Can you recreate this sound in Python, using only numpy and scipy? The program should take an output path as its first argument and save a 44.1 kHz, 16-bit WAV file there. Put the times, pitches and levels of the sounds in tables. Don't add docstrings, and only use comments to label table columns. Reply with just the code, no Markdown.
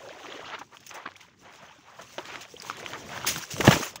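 import sys
import numpy as np
from scipy import signal
from scipy.fft import rfft, irfft
from scipy.io import wavfile
from scipy.ndimage import uniform_filter1d, map_coordinates

SR = 44100
rng = np.random.default_rng(int(sys.argv[2]) if len(sys.argv) > 2 else 0)


def to_wav(sig):
    pcm = np.clip(np.atleast_2d(sig), -1, 1) * 32767
    pcm = np.round(pcm).astype(np.int16)
    wavfile.write(sys.argv[1], SR, pcm.T)


N = 176400

# f/Hz, level/dB
WATER_SPECTRUM = [(150, -46), (300, 4), (500, -17), (1000, 5.5), (1800, 3), (3200, 4.5), (4500, -6.5),
                  (7000, -9), (9000, -79)]
BUBBLE_HZ, BUBBLE_SPREAD, BUBBLE_CYCLES = 1438, 0.5514, 13.8
BUBBLE_GLIDE = .25


def amp(db):
    return 10 ** (np.asarray(db) / 20)


def unit(x):
    return x / np.sqrt(np.mean(x ** 2) + 1e-20)


def fader(points):
    return np.interp(np.arange(N) / SR, *np.transpose(points))


def wobble(rate):
    return map_coordinates(rng.standard_normal(int(N * rate / SR) + 4), [np.arange(N) * rate / SR])


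def coloured(x, spectrum):
    size = 2 ** 18
    hz, db = np.transpose(spectrum)
    gain_db = np.interp(np.log(np.fft.rfftfreq(size, 1 / SR) + 1), np.log(hz), db)
    cepstrum = irfft(gain_db * np.log(10) / 20)
    cepstrum[1:size // 2] *= 2
    cepstrum[size // 2 + 1:] = 0
    return irfft(rfft(x, size) * np.exp(rfft(cepstrum)))[:N]


def patchy_noise(depth_db):
    spectra = signal.stft(rng.standard_normal(N), nperseg=256)[2]
    patches = uniform_filter1d(uniform_filter1d(rng.standard_normal(spectra.shape), 4, 0), 6, 1)
    return unit(signal.istft(spectra * amp(depth_db * unit(patches)), nperseg=256)[1][:N])


def rings(onsets, gain, hz, cycles, glide, attack_cycles):
    t = np.arange(1400) / SR
    turns = hz[:, None] * t
    lives = turns / np.reshape(cycles, (-1, 1))
    tone = np.sin(2 * np.pi * turns * (1 + glide * lives / 2))
    envelope = amp(-20 * lives) * (1 - np.exp(-turns / attack_cycles)) * np.cos(np.pi * t / t[-1] / 2)
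    at = np.round(onsets * SR).astype(int)[:, None] + np.arange(len(t))
    return np.bincount(at.ravel(), (gain[:, None] * tone * envelope).ravel(), N + SR)[:N]


def bubbles(centre_hz, spread, cycles, count):
    when, weakness, life = rng.random((count, 3)).T
    hz = np.clip(centre_hz * np.exp(spread * rng.standard_normal(count)), 280, 7000)
    gain = amp(-4 * np.log(weakness + .06) - 2 * np.log2(hz / centre_hz))
    return unit(rings(when * N / SR, gain, hz, cycles * (.5 + life), BUBBLE_GLIDE, attack_cycles=0.78))


def slosh():
    # t/s, level/dB
    swell = [(0, -51), (.2, -49.5), (.48, -44.5), (.6, -49), (.65, -68.5), (.88, -63), (1.0, -51.5),
             (1.15, -58), (1.3, -62.5), (1.38, -73), (1.47, -59.5), (1.7, -54), (1.83, -60.5),
             (2.17, -57.5), (2.32, -44.5), (2.45, -48.5), (2.52, -67), (2.64, -47), (2.9, -46),
             (3.03, -49.5), (3.25, -40.5), (3.42, -45), (3.46, -55.5), (3.58, -49.5), (3.75, -34.5),
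             (3.9, -57), (4, -55)]
    rush = unit(coloured(patchy_noise(depth_db=3) * amp(2 * wobble(60)), WATER_SPECTRUM))
    froth = bubbles(BUBBLE_HZ, BUBBLE_SPREAD, BUBBLE_CYCLES, count=1500)
    crackle = amp(-4.5) * bubbles(centre_hz=2090, spread=0.51, cycles=1.43, count=320)
    return amp(fader(swell) + wobble(15)) * (np.sqrt(.5) * (froth + rush) + crackle)


def gurgle():
    # t/s, level/dB
    swell = [(0, -50.5), (.4, -48.5), (.56, -66), (.65, -72), (1.9, -93), (2.3, -61), (2.5, -64.5),
             (2.85, -49), (3.4, -55.5), (3.47, -58.5), (3.7, -29), (3.85, -51.5), (4, -65)]
    return amp(fader(swell)) * bubbles(centre_hz=564.5, spread=0.285, cycles=BUBBLE_CYCLES, count=1300)


def leaves():
    # t/s, level/dB
    swell = [(0, -59), (.3, -58), (.6, -66), (.68, -66.5), (.85, -63.5), (1.0, -68.5), (1.27, -66),
             (1.33, -87), (1.41, -61.5), (1.85, -65.5), (2.2, -53.5), (2.45, -55), (2.51, -53.5),
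             (2.8, -51), (3.0, -51.5), (3.22, -52), (3.33, -47), (3.43, -43), (3.46, -53), (3.56, -42.5),
             (3.76, -31), (3.9, -45.5), (3.945, -56.5), (4, -75)]
    # t/s, level/dB, t60/s, rise/s
    flicks = [(0.588, -40.5, 0.047, 0.0017), (0.8032, -46.5, 0.033, .0004), (.865, -41.5, 0.07, 0.00055),
              (.891, -45.5, 0.099, 0.00029), (0.94, -45.5, 0.16, .0005), (1.162, -47, 0.059, 0.00093),
              (1.205, -51.5, 0.11, 0.00095), (2.008, -45.5, 0.13, 0.005), (2.247, -62, 0.016, 0.00055),
              (2.407, -40, 0.084, 0.0033), (2.62, -36, 0.026, 0.00044), (2.769, -34, 0.0085, 0.00039),
              (3.045, -56, 0.02, 0.0049), (3.261, -11, 0.15, 0.013), (3.377, -26.5, 0.042, 0.0038),
              (3.503, -27, 0.094, 0.0087), (3.579, -37.5, 0.07, .001), (3.605, -20, 0.023, 0.00095),
              (3.646, -18, 0.051, 0.0059), (3.672, -25.5, 0.028, 0.0013), (3.709, -22, 0.05, 0.0023),
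              (3.957, -29, 0.032, 0.00049), (3.967, -40.5, 0.014, 0.00041)]
    # f/Hz, level/dB
    scrape_at_mic = [(300, -19), (1200, -10.5), (2700, -1), (4340, -6), (6300, 0.5), (7200, -5.5),
                     (8300, -14), (13200, -25.5), (14900, -12.5), (15700, -11), (15950, -72)]
    scratches_per_s, scratch_share = 3600, 0.54
    scrape_db = fader(swell)
    sizes = amp(3 * np.minimum(rng.exponential(size=N), 2.5))
    scratches = unit((rng.random(N) < scratches_per_s / SR) * rng.standard_normal(N) * sizes)
    rub = np.sqrt(scratch_share) * scratches + np.sqrt(1 - scratch_share) * patchy_noise(depth_db=5.5)
    stroke = amp(scrape_db + 2.5 * wobble(30))
    for onset, db, t60, rise in flicks:
        age = np.clip(np.arange(N) / SR - onset, 0, 1)
        stroke += amp(db - 60 * age / t60) * (1 - np.exp(-age / rise)) ** 2 * (age < 1)
    drips = amp(scrape_db - 12) * bubbles(centre_hz=4800, spread=.25, cycles=14, count=240)
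    near = coloured(rub * stroke, scrape_at_mic) / np.std(coloured(rub, scrape_at_mic)) + drips
    treble_hz, neutral_db, treble_db_per_db = 8700, -60.5, 0.16
    treble = signal.sosfiltfilt(signal.butter(4, treble_hz, "high", fs=SR, output="sos"), near)
    treble_gain = (stroke / amp(neutral_db)) ** treble_db_per_db
    far = amp(-77) * unit(coloured(rng.standard_normal(N), scrape_at_mic))
    return near + treble * (treble_gain - 1) + far


def grip_rumble():
    # t/s, level/dB
    swell = [(0, -62.5), (.4, -57), (.76, -64), (1.65, -62.5), (1.9, -64), (2.2, -55), (2.5, -60.5),
             (2.95, -45.5), (3.08, -52.5), (3.37, -38), (3.47, -62), (3.6, -36.5), (3.75, -31), (3.86, -61),
             (4, -52)]
    # f/Hz, level/dB
    hand_spectrum = [(25, -23), (50, -6), (110, -2), (170, -5.5), (300, -8.5), (450, -14), (900, -69)]
    lumpy_noise = rng.standard_normal(N) * amp(2.5 * wobble(21.93))
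    return amp(fader(swell)) * unit(coloured(lumpy_noise, hand_spectrum))


def plops_and_pings():
    # t/s, level/dB, starting f/Hz, life/cycles
    tones = [(.045, -37.5, 486, 20), (.078, -38, 533, 15), (.092, -33.5, 1460, 10.4),
             (.106, -36, 586, 13.4), (.247, -33, 1110, 8.6), (.324, -26.5, 3020, 12),
             (.457, -35.5, 3850, 15), (0.865, -37, 6350, 40), (.892, -32, 5870, 41),
             (1.157, -36.5, 2130, 14), (2.54, -28.5, 409, 4.5), (2.566, -31.5, 2930, 17),
             (2.6, -29.5, 4730, 25), (3.437, -24, 1440, 7.6), (3.829, -24.5, 1140, 14.5)]
    onsets, db, hz, cycles = np.transpose(tones)
    return rings(onsets, amp(db), hz, cycles, BUBBLE_GLIDE, attack_cycles=0.79)


def splashes():
    # peak t/s, rms level at the peak/dB, rise/s, t60/s, centre f/Hz
    cues = [(0.551, -33.5, 0.038, 0.058, 1500), (0.615, -37, 0.0033, 0.066, 1010),
            (0.746, -47.5, 0.025, 0.1, 1040), (.915, -47, 0.0097, 0.68, 1320),
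            (0.975, -39.5, 0.037, 0.2, 1140), (1.006, -49, 0.0045, 0.038, 1500),
            (1.064, -26, 0.0054, 0.017, 1430), (1.076, -29.5, 0.0019, 0.013, 1480),
            (1.088, -43, 0.0014, 0.013, 1960), (1.21, -49, 0.0053, 0.17, 4800),
            (1.479, -50.5, .05, 0.86, 1290), (1.643, -48, 0.034, 0.16, 1390),
            (1.999, -44, 0.012, 0.27, 1090), (2.19, -36, 0.01, .15, 1050), (2.298, -41, 0.017, 0.11, 1560),
            (2.358, -41, 0.03, 0.14, 2140), (2.946, -39, 0.019, 0.2, 1400),
            (3.137, -37.5, 0.032, 0.11, 1120), (3.178, -35, 0.023, 0.021, 1280),
            (1.895, -51.5, 0.043, 0.61, 1340), (3.608, -20, 0.0021, 0.044, 1700),
            (3.656, -25.5, 0.019, 0.48, 1170), (3.679, -11.5, 0.003, 0.023, 2050),
            (3.713, -18, 0.005, 0.047, 1520), (3.733, -19.5, 0.013, 0.028, 2140),
            (3.831, -35.5, 0.011, 0.1, 1450), (3.876, -37.5, 0.024, 0.072, 1630)]
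    width_octaves, lowpass_hz, lead_in = 1.205, 4500, SR // 5
    t, out = np.arange(-lead_in, SR // 2) / SR, np.zeros(N + SR)
    length = len(t)
    hz = np.fft.rfftfreq(length, 1 / SR) + 1
    froth = bubbles(BUBBLE_HZ, BUBBLE_SPREAD, BUBBLE_CYCLES, count=1800)
    grain = amp(2.5 * wobble(200))
    for peak_s, db, rise, t60, centre_hz in cues:
        start = rng.integers(N - length)
        band = np.exp(-(np.log2(hz / centre_hz) / width_octaves) ** 2 / 2) / (1 + (hz / lowpass_hz) ** 6)
        noise = rng.standard_normal(length) * grain[start:][:length]
        rush = unit(irfft(rfft(noise) * band / np.sqrt(hz), length))
        bubbling = unit(irfft(rfft(froth[start:][:length]) * band, length))
        envelope = np.where(t < 0, np.exp(-(t / rise) ** 2), amp(-60 * np.abs(t) / t60))
        out[round(peak_s * SR):][:length] += amp(db) * envelope * unit(rush + bubbling)
    return out[lead_in:][:N]


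def twig_taps():
    # t/s, level/dB, f/Hz, life/cycles (held to at least one)
    hits = [(.77, -32, 3130, 6), (.835, -36, 1800, 0.99), (.912, -20.5, 2230, 1.9), (1.118, -35, 1500, 3.4),
            (1.537, -32.5, 1520, 0.81), (1.99, -37, 1000, 14), (2.182, -16.5, 657, 1.85),
            (2.187, -18, 960, 2.4), (2.255, -21.5, 1830, 0.84), (2.357, -22, 2060, 6.2),
            (2.699, -14, 1296, 3.6), (2.709, -25, 1160, 7.2), (2.862, -14.5, 2330, 1.8),
            (2.934, -15, 1540, 0.72), (3.177, -21.5, 1510, 2.8), (3.214, -25.5, 1500, 3),
            (3.361, -12.5, 1500, 0.78), (3.565, -23.5, 1170, 2.4), (3.671, -6, 3350, 3.6),
            (3.958, -30.5, 910, 4.8)]
    crack_db, crack_t60_s = -13, 0.012
    onsets, db, hz, cycles = np.transpose(hits)
    cycles = np.maximum(cycles, 1)
    ring = rings(onsets, amp(db), hz, cycles, glide=0, attack_cycles=0.3)
    overtone = rings(onsets, amp(db - 6.5), 1.83 * hz, cycles, glide=0, attack_cycles=0.55)
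    t, cracks = np.arange(600) / SR, np.zeros(N + SR)
    for onset, gain in zip(onsets, 2 * amp(db + crack_db)):
        burst = rng.standard_normal(len(t)) * amp(-60 * t / crack_t60_s)
        cracks[round(onset * SR):][:len(t)] += gain * burst
    return ring + overtone + coloured(cracks[:N], WATER_SPECTRUM)


def low_thuds():
    # t/s, level/dB, f/Hz
    thuds = [(1.058, -31.5, 278), (1.63, -43, 194), (3.539, -22, 136), (3.601, -11, 372), (3.6737, -5, 720),
             (3.677, 0.5, 670), (3.6776, -7, 129), (3.6789, 1, 299), (3.6868, 0.5, 170), (3.688, -3.5, 650),
             (3.766, -15, 310), (3.809, -20, 270)]
    onsets, db, hz = np.transpose(thuds)
    return -rings(onsets, amp(db), hz, cycles=2.4, glide=-0.12, attack_cycles=0.23)


def scene():
    beds = slosh() + gurgle() + leaves() + grip_rumble()
    return (beds + plops_and_pings() + splashes() + twig_taps() + low_thuds())[None]


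def record(dry):
    low_cut_hz, top_hz = 65, 16790
    hz = np.fft.rfftfreq(N, 1 / SR)
    return irfft(rfft(dry) * (hz < top_hz) * hz ** 3 / (hz ** 3 + low_cut_hz ** 3), N)


dry = scene()
out = record(dry)
to_wav(out)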